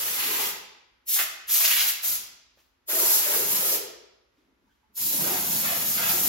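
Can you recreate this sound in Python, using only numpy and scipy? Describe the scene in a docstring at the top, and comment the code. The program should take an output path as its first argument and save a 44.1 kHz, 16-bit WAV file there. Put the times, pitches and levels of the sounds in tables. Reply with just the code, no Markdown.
"""A sharp hiss of compressed air, already running: the first of six blow-gun blasts over a truck axle.
The free jet hisses; it roars on metal edges, whistles in holes, blows a hollow note across openings
and rumbles on soft things. The hard garage walls ring after each blast.
In the pauses a shoe scuffs and clothes rustle over a faint room tone."""
import sys
import numpy as np
from scipy import signal
from scipy.fft import rfft, irfft, next_fast_len
from scipy.io import wavfile
from scipy.ndimage import uniform_filter1d

SR = 44100
rng = np.random.default_rng(int(sys.argv[2]) if len(sys.argv) > 2 else 0)


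def file_out(sig):
    """Save sig as 16-bit WAV at sys.argv[1]."""
    # one column per channel
    cols = np.atleast_2d(sig).T
    # limit, then scale
    lim = np.clip(cols, -1, 1)
    pcm = np.round(lim * 32767).astype(np.int16)
    wavfile.write(sys.argv[1], SR, pcm)


N = 276948
T = np.arange(-(SR // 3), N) / SR  # starts early: the first blast opens before 0 s
FFT_SIZE = next_fast_len(len(T) + SR, True)
F = np.maximum(np.arange(FFT_SIZE // 2 + 1) * SR / FFT_SIZE, 1)

# Source levels are relative, ahead of the direct and wall gains.
# trigger pulls: (open [s], shut [s], rise [s], roar centre [Hz], roar width [Hz], direct gain [dB],
#   right-channel lag [ms], steady roar [dB], steady hollow note [dB], steady rumble [dB], draught [dB])
BLASTS = [(-.3, 0.499, .009, 2070, 5600, -13.5, 0.21, -32, -47.5, -58.5, -59),
          (1.077, 1.232, .0088, 2040, 3550, -7.5, 0.037, -50, -60.5, -82, -70),
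          (1.48, 1.904, 0.0073, 2800, 6920, -7.5, -0.026, -33.5, -52, -82, -65),
          (2.032, 2.158, 0.012, 2020, 5780, -11.5, -0.021, -40.5, -50, -69, -56),
          (2.883, 3.76, .008, 1336, 3720, -10, 0.14, -35.5, -49.5, -55, -59.5),
          (4.964, 6.35, 0.012, 1700, 4170, -9.5, -0.23, -43.5, -58, -57, -60)]
# free jet: (frequency [Hz], density [dB])
JET_SPECTRUM = [(100, -51), (400, -41.5), (1000, -33), (2500, -16.5), (6000, -8), (9000, -3), (12000, 0),
                (15500, -8)]
# hiss as the nozzle turns, one curve per blast: (time [s], level [dB])
HISS_CURVES = [
    [(0.0, -30), (0.448, -28.5), (0.45, -30)],
    [(1.1, -28.5), (1.15, -23), (1.22, -25)],
    [(1.51, -32), (1.538, -21), (1.7, -23), (1.862, -25.5), (1.88, -29.5), (1.905, -21)],
    [(2.055, -24.5), (2.145, -26.5)],
    [(2.92, -27.5), (3.016, -23), (3.165, -20), (3.24, -26.5), (3.392, -24), (3.46, -29), (3.53, -24),
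     (3.642, -27.5), (3.658, -25), (3.745, -23.5)],
    [(4.99, -30.5), (5.078, -26), (5.486, -29), (5.57, -25), (5.598, -27.5), (5.872, -29), (5.908, -25.5),
     (6.054, -29), (6.112, -23.5), (6.192, -26.5), (6.26, -24)],
]
# jet on metal edges: (start [s], end [s], level [dB], centre [Hz], width [Hz])
EDGE_PASSES = [(.16, .47, -31, 2340, 4270), (.21, .245, -36, 2300, 2500), (1.16, 1.19, -28.5, 2400, 4015),
               (1.188, 1.222, -23.5, 1850, 2660), (1.545, 1.63, -36, 3800, 6500),
               (1.605, 1.85, -30.5, 2400, 2723), (1.638, 1.663, -19, 4100, 5390),
               (1.705, 1.738, -28, 3000, 3006), (1.745, 1.825, -31, 2920, 3000),
               (1.78, 1.825, -24.5, 4290, 4500), (1.885, 1.92, -23, 2600, 3515),
               (2.03, 2.055, -36.5, 1400, 1807), (2.87, 3.18, -35.5, 1510, 3000),
               (3.02, 3.12, -35, 5000, 6000), (3.125, 3.18, -26, 5500, 4500),
               (3.235, 3.27, -30, 1700, 2000), (3.31, 3.355, -31, 1400, 1990),
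               (3.55, 3.77, -44, 1200, 2000), (5.635, 5.7, -41.5, 1880, 2600),
               (5.11, 6.35, -40, 1660, 3930), (5.22, 5.39, -36.5, 1300, 2670),
               (5.618, 5.765, -35, 1800, 3080), (5.958, 6.12, -30, 1900, 3200)]
# jet on holes: (start [s], end [s], level [dB], centre [Hz], width [Hz], glide [octaves])
HOLE_PASSES = [(0.178, 0.209, -32, 1011, 88, -0.039), (0.258, 0.31, -41.5, 296, 200, 0),
               (0.315, 0.356, -34, 1004, 160, 0), (0.384, .425, -31.5, 1033, 500, 0),
               (1.19, 1.233, -45, 666, 110, 0), (1.19, 1.23, -32.5, 1888, 499, 0.03),
               (1.591, 1.65, -41, 692, 80, -0.05), (1.598, 1.621, -35, 1033, 201, 0.044),
               (1.623, 1.655, -31, 2290, 250, -0.11), (2.873, 3.0, -36.5, 644, 70, 0.031),
               (3.013, 3.076, -35.5, 963, 70, -0.061), (3.257, 3.31, -35, 575, 60, 0.053),
               (3.317, 3.37, -44, 880, 70, -0.27), (3.692, 3.737, -43, 920, 60, 0.064),
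               (5.186, 5.363, -39, 355, 50, 0), (5.305, 5.358, -33.5, 757, 90, 0.027),
               (5.629, 5.65, -39, 1105, 160, 0), (5.684, 5.754, -37.5, 692, 130, -0.1),
               (5.65, 5.76, -45, 2150, 70, 0), (5.97, 6.126, -39.5, 729, 129, 0.039),
               (5.972, 6.105, -34.5, 1380, 120, -0.13), (6.015, 6.077, -41, 1650, 70, 0),
               (6.131, 6.164, -34, 350, 89.4, 0)]
# jet across openings: (start [s], end [s], level [dB])
OPENING_PASSES = [(.25, .35, -41.5), (.38, .48, -43.5), (1.18, 1.225, -47), (2.87, 3.045, -35),
                  (3.14, 3.17, -42), (3.255, 3.34, -36.5), (3.345, 3.44, -33.5), (3.615, 3.69, -37),
                  (3.715, 3.78, -29), (5.1, 5.17, -41.5), (5.17, 5.27, -34.5), (5.27, 5.4, -40),
                  (5.41, 5.6, -43), (5.615, 5.8, -41.5), (5.8, 5.95, -45), (5.96, 6.28, -41)]
# air modes of the openings, one list per blast: (centre [Hz], width [Hz], level [dB])
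OPENING_MODES = [
    [(300, 40, -10), (410, 125, 17)],
    [(364, 100, -8.5), (664, 90, 1)],
    [(455, 670, 0)],
    [(494, 570, 0)],
    [(381.3, 60, 0.5), (424, 61, 3), (580, 95, -5.5), (900, 170, -12.5)],
    [(343, 24, 2.5), (514, 75, 0.5), (714, 40, -6), (900, 150, -3)],
]
# jet on soft things: (start [s], end [s], level [dB])
SOFT_PASSES = [(.08, .17, -47.5), (.275, .325, -48), (.45, .48, -46), (1.215, 1.26, -46), (2.09, 2.17, -53),
               (2.95, 3.05, -56), (3.33, 3.62, -44), (5.01, 5.12, -43), (5.16, 5.22, -39),
               (5.135, 5.58, -39), (5.59, 6.3, -41), (6.19, 6.3, -50)]
# shoe, cloth, hose: (peak time [s], level [dB], centre [Hz], width [Hz], rise [s], fall [s])
SCUFFS = [(2.574, -58.5, 419, 906, 0.0015, 0.012), (2.6, -62, 1500, 3000, .012, 0.013),
          (2.59, -62, 4960, 12070, 0.019, 0.059), (4.39, -72, 1700, 4450, 0.049, 0.095),
          (4.38, -68, 270, 161, 0.028, 0.079), (4.495, -66.5, 266, 190, 0.038, 0.06),
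          (4.63, -69.5, 237, 161.2, 0.04, 0.081), (4.678, -68, 934, 160, 0.01, 0.011),
          (4.695, -68.5, 1580, 172, 0.005, 0.025), (4.71, -73, 3220, 130, 0.005, 0.025),
          (4.72, -75, 3980, 8940, 0.088, 0.11), (4.81, -78.5, 1590, 160, 0.01, 0.02),
          (4.831, -62, 905, 89.5, 0.0018, 0.014), (4.905, -67, 230, 120, 0.0094, 0.03)]
# garage decay: (frequency [Hz], T60 [s])
GARAGE_T60 = [(150, 0.79), (320, .72), (400, 0.88), (600, 0.86), (2000, 0.84), (5000, 0.74), (9000, 0.39),
              (15000, 0.3)]
# standing-wave ripple: (frequency [Hz], depth [dB])
ROOM_RIPPLE = [(150, 3), (600, 3.5), (4000, 3.8), (8000, 1), (12000, 3)]
# strongest standing-wave peaks and dips: (frequency [Hz], height [dB])
ROOM_PEAKS = [(136, -8.5), (159, -1), (200, 3.5), (285, -2.5), (351, 5), (400, 2.5), (574, 2.5), (647, 5.5),
              (966, 2.5), (2116, 4), (2663, 3.5), (3021, 8), (3336, 7.5), (3520, 4.5), (5087, 1.5),
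              (5378, 0.5), (6002, 9.5)]
# room tone: (frequency [Hz], density [dB])
TONE_SPECTRUM = [(15, -20), (25, -2), (66, 5.5), (178, -14), (246, -6), (684, -15.5), (945, -11),
                 (1240, -11), (2850, -17), (6550, -26.5), (8130, -30.5), (12200, -26), (15500, -60.5)]
# left-right likeness of reverb and room tone: (frequency [Hz], likeness [0-1])
STEREO_LIKENESS = [(100, 0.7), (250, 0.6), (500, 0), (5500, 0.06), (7200, 0.45), (8400, 1), (9700, 1),
                   (11300, .1), (12300, .1), (13000, 1)]
# stereo image, treble phase twist: (frequency [Hz], left phase lead [rad])
PHASE_LEAD = [(5500, 0), (6800, 1.8), (8350, 3.1), (9650, 3.14), (11500, 4.7), (12900, 6.28)]


def blasts(buffet_db=2.0, roar_flutter_db=3.0, contact_rise_s=0.011):
    """One signal per trigger pull: the free jet plus the turbulence where it lands."""
    eddies = flutter(rate_hz=70)  # shake hiss and roar together
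    hiss = jet_hiss(eddies)
    rumble = soft_rumble(buffet_db)
    draught = dragged_air()
    roar_flutter = undb(roar_flutter_db * eddies)
    hollow_flutter = undb(buffet_db * flutter(rate_hz=30))
    metal = edge_roar() * roar_flutter + hole_whistles()
    on_opening, on_soft = pass_gain(OPENING_PASSES), pass_gain(SOFT_PASSES)
    for blast, curve, modes in zip(BLASTS, HISS_CURVES, OPENING_MODES):
        open_s, shut_s, rise_s, roar_hz, roar_width_hz, direct_db = blast[:6]
        roar_db, hollow_db, rumble_db, draught_db = blast[7:]
        roar = noise(resonance(roar_hz, roar_width_hz) ** 2) * roar_flutter * undb(roar_db)
        hollow = cavity_noise(modes) * hollow_flutter * np.hypot(undb(hollow_db), on_opening)
        soft = rumble * np.hypot(undb(rumble_db), on_soft)
        body = roar + metal + hollow + soft + draught * undb(draught_db)
        force = 1 - np.exp(-np.maximum(T - open_s + rise_s, 0) / contact_rise_s)
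        yield valve_flow(open_s, shut_s, rise_s) * (hiss * nozzle_gain(curve, direct_db) + force * body)


def valve_flow(open_s, shut_s, rise_s, surge_db=0.5, sag_s=0.06):
    """Air through the valve; the hose starts with extra pressure and soon loses it."""
    surge = undb(surge_db * np.exp(-np.maximum(T - open_s, 0) / sag_s))
    return gate(open_s, shut_s, rise_s, fall_s=0.019) * surge


def jet_hiss(eddies, gain_db=4, flutter_db=1.0):
    """Free jet: bright noise shaken by large eddies."""
    return noise(undb(over_hz(JET_SPECTRUM))) * undb(gain_db + flutter_db * eddies)


def nozzle_gain(curve, direct_db, wall_power=0.36, lead_s=0.021):
    """Hiss gain as the nozzle turns, shared between direct path and walls; leads, as the walls lag."""
    level_db = np.interp(T + lead_s, *np.transpose(curve))
    return undb(level_db) / np.sqrt(undb(direct_db) ** 2 + wall_power)


def edge_roar():
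    """Turbulence on metal: each edge roars in its own band while the jet is on it."""
    white, out = rng.standard_normal(len(T)), np.zeros(len(T))
    for start_s, end_s, db, hz, width_hz in EDGE_PASSES:
        near = span(start_s, end_s)
        band = signal.iirpeak(hz, hz / width_hz, fs=SR)
        roar = signal.lfilter(*band, signal.lfilter(*band, white[near]))
        out[near] += undb(db) * gate(start_s, end_s, t=T[near]) * roar / roar.std()
    return out


def hole_whistles():
    """Each hole sounds an airy, unsteady tone that may glide as the jet crosses it."""
    white = rng.standard_normal(len(T)) + 1j * rng.standard_normal(len(T))
    out = np.zeros(len(T))
    for start_s, end_s, db, hz, width_hz, glide_oct in HOLE_PASSES:
        near = span(start_s, end_s)
        pitch_hz = hz * 2 ** (glide_oct * np.interp(T[near], [start_s, end_s], [-.5, .5]))
        waver = signal.lfilter(*signal.butter(2, width_hz / 3, fs=SR), white[near])
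        envelope = gate(start_s, end_s, t=T[near])
        tone = envelope * np.real(waver * np.exp(2j * np.pi * np.cumsum(pitch_hz) / SR))
        out[near] += undb(db) * tone * np.linalg.norm(envelope) / np.linalg.norm(tone)
    return out


def cavity_noise(modes):
    """Air modes (centre [Hz], width [Hz], level [dB]) under steady pressure: slow swells evened out."""
    power = sum(abs(undb(db) * resonance(hz, 2.2 * width_hz) ** 2) ** 2 for hz, width_hz, db in modes)
    x = noise(np.sqrt(power))
    return x / np.sqrt(uniform_filter1d(x * x, size=SR // 12))


def soft_rumble(buffet_db):
    """The jet buffets soft things: low, fluttering noise."""
    return cavity_noise([(190, 70, 0), (88, 55, -20.5)]) * undb(buffet_db * flutter(rate_hz=40))


def dragged_air(hz=84, width_hz=36):
    """Deep draught of the air that the jet pulls along."""
    return cavity_noise([(hz, width_hz, 0)])


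def steel_bounce(x, lag_s=.0022, sway=0.35, gain=0.25):
    """Echo off nearby steel; the hand moves, the path changes, the colour sweeps."""
    echo = np.interp(T - lag_s * np.exp(sway * walk(rate_hz=5)), T, x)
    return (x + gain * echo) / np.sqrt(1 + gain ** 2)


def scuffs():
    """Shoes on concrete, cloth and hose: short swells of coloured noise."""
    out = 0
    for peak_s, db, hz, width_hz, rise_s, fall_s in SCUFFS:
        swell = np.exp(np.minimum((T - peak_s) / rise_s, (peak_s - T) / fall_s))
        out = out + undb(db) * swell * noise(resonance(hz, width_hz) * resonance(hz, 2 * width_hz))
    return out


def garage_reverb(x, tail_db=-5.5, early_db=-9, early_t60_s=0.032, hop=256):
    """Stereo spectra of the energy that the room stores and leaks as noise, treble first."""
    frames = dict(fs=SR, nperseg=4 * hop, noverlap=3 * hop)
    hz, _, spectrum = signal.stft(x, **frames)
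    power = np.pad(abs(spectrum) ** 2, ((0, 0), (1, 0)))[:, :-1]  # reflections start one hop late
    t = np.arange(SR // hop) * hop / SR
    t60_s = np.interp(hz, F, over_hz(GARAGE_T60))[:, None]
    tail = np.exp(-2 * np.log(1000) * t / t60_s)
    early = np.exp(-2 * np.log(1000) * t / early_t60_s)
    leak = undb(tail_db) ** 2 * tail / tail.sum(axis=1).max() + undb(early_db) ** 2 * early / early.sum()
    stored = np.maximum(signal.fftconvolve(power, leak, axes=1)[:, :power.shape[1]], 0)
    carrier = irfft(stereo_noise(FFT_SIZE), FFT_SIZE)
    grain = signal.stft(carrier, **frames)[2]
    reverb = signal.istft(np.sqrt(stored) * grain / grain.std(), **frames)[1]
    return rfft(reverb, FFT_SIZE)


def standing_waves(spacing_hz=6, peak_width_hz=15):
    """Wall gain per channel: fine random ripple, plus strong peaks and dips common to both."""
    depth_db = over_hz(ROOM_RIPPLE)
    knots = rng.standard_normal((2, 8192))
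    ripple = np.array([1.7 * np.tanh(np.interp(F / spacing_hz, np.arange(8192), row)) for row in knots])
    excess_db = depth_db ** 2 * np.log(10) / 20  # mean power that the ripple adds
    peaks_db = sum(db * np.exp(-(2 * (F - hz) / peak_width_hz) ** 2) for hz, db in ROOM_PEAKS)
    return undb(depth_db * ripple - excess_db + peaks_db)


def stereo_noise(samples):
    """Noise spectra coloured by standing waves: wide in the mids, nearly mono in parts of the treble."""
    left, other = rfft(rng.standard_normal((2, samples)), FFT_SIZE) * standing_waves()
    likeness = np.clip(over_hz(STEREO_LIKENESS), 0, .995)
    return np.array([left, likeness * left + np.sqrt(1 - likeness ** 2) * other])


def room_tone(level_db=-71.5):
    """Faint steady rumble of the building."""
    x = irfft(stereo_noise(N) * undb(over_hz(TONE_SPECTRUM)), FFT_SIZE)[:, :N]
    return undb(level_db) * x / x.std()


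def gate(start_s, end_s, rise_s=0.0076, fall_s=0.0076, t=T):
    """Smooth 0-1-0 gain; default slopes: the jet sliding on to and off a thing."""
    return .25 * (1 + np.tanh((t - start_s) / rise_s)) * (1 + np.tanh((end_s - t) / fall_s))


def pass_gain(table):
    """Summed gain of the jet's passes."""
    return sum(undb(db) * gate(start_s, end_s) for start_s, end_s, db in table)


def span(start_s, end_s, margin_s=.1):
    """Slice of T around one pass."""
    return slice(*np.searchsorted(T, [start_s - margin_s, end_s + margin_s]))


def flutter(rate_hz):
    """Turbulent fluctuation, spread near 1: drift removed, peaks limited."""
    x = walk(rate_hz)
    x = x - uniform_filter1d(x, int(3 * SR / rate_hz))
    return 1.4 * np.tanh(x / x.std())


def walk(rate_hz):
    """Interpolated random values, spread near 1."""
    return 1.2 * np.interp((T - T[0]) * rate_hz, np.arange(4096), rng.standard_normal(4096))


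def noise(response):
    """Coloured noise, rms 1."""
    white = rng.standard_normal(len(F)) + 1j * rng.standard_normal(len(F))
    x = irfft(response * white, FFT_SIZE)[:len(T)]
    return x / x.std()


def resonance(hz, width_hz):
    """Damped resonance, 1 at its centre."""
    return 1 / (1 + 1j * (F * F - hz * hz) / (F * width_hz))


def over_hz(table):
    """(frequency [Hz], value) table interpolated on log F."""
    hz, value = np.transpose(table)
    return np.interp(np.log(F), np.log(hz), value)


def undb(db):
    """Decibels to gain."""
    return 10 ** (np.asarray(db) / 20)


def scene(scuff_direct_db=-4.5):
    """Scuffs at centre, each blast from its own bearing, both again off the walls, over room tone."""
    to_walls = rfft(scuffs(), FFT_SIZE)
    direct = undb(scuff_direct_db) * np.array([to_walls, to_walls])
    below_treble = np.clip((7000 - F) / 2000, 0, 1)
    for blast, row in zip(blasts(), BLASTS):
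        direct_db, lag_ms = row[5:7]
        air = rfft(steel_bounce(blast), FFT_SIZE)
        lag_rad = 2 * np.pi * F * lag_ms / 1000 * below_treble
        direct = direct + undb(direct_db) * np.array([air, air * np.exp(-1j * lag_rad)])
        to_walls = to_walls + air
    reverb = garage_reverb(irfft(to_walls, FFT_SIZE))
    return irfft(direct + reverb, FFT_SIZE)[:, len(T) - N:len(T)] + room_tone()


def record(dry, low_cut_hz=54, high_cut_hz=15850):
    """Stereo image: treble phase twist between left and right; deep bass and top cut."""
    left, right = rfft(dry, FFT_SIZE)
    right = right * np.exp(-1j * over_hz(PHASE_LEAD))
    passband = 1 / np.sqrt((1 + (low_cut_hz / F) ** 4) * (1 + (F / high_cut_hz) ** 400))
    return irfft(passband * np.array([left, right]), FFT_SIZE)[:, :N]


dry = scene()
out = record(dry)
file_out(out)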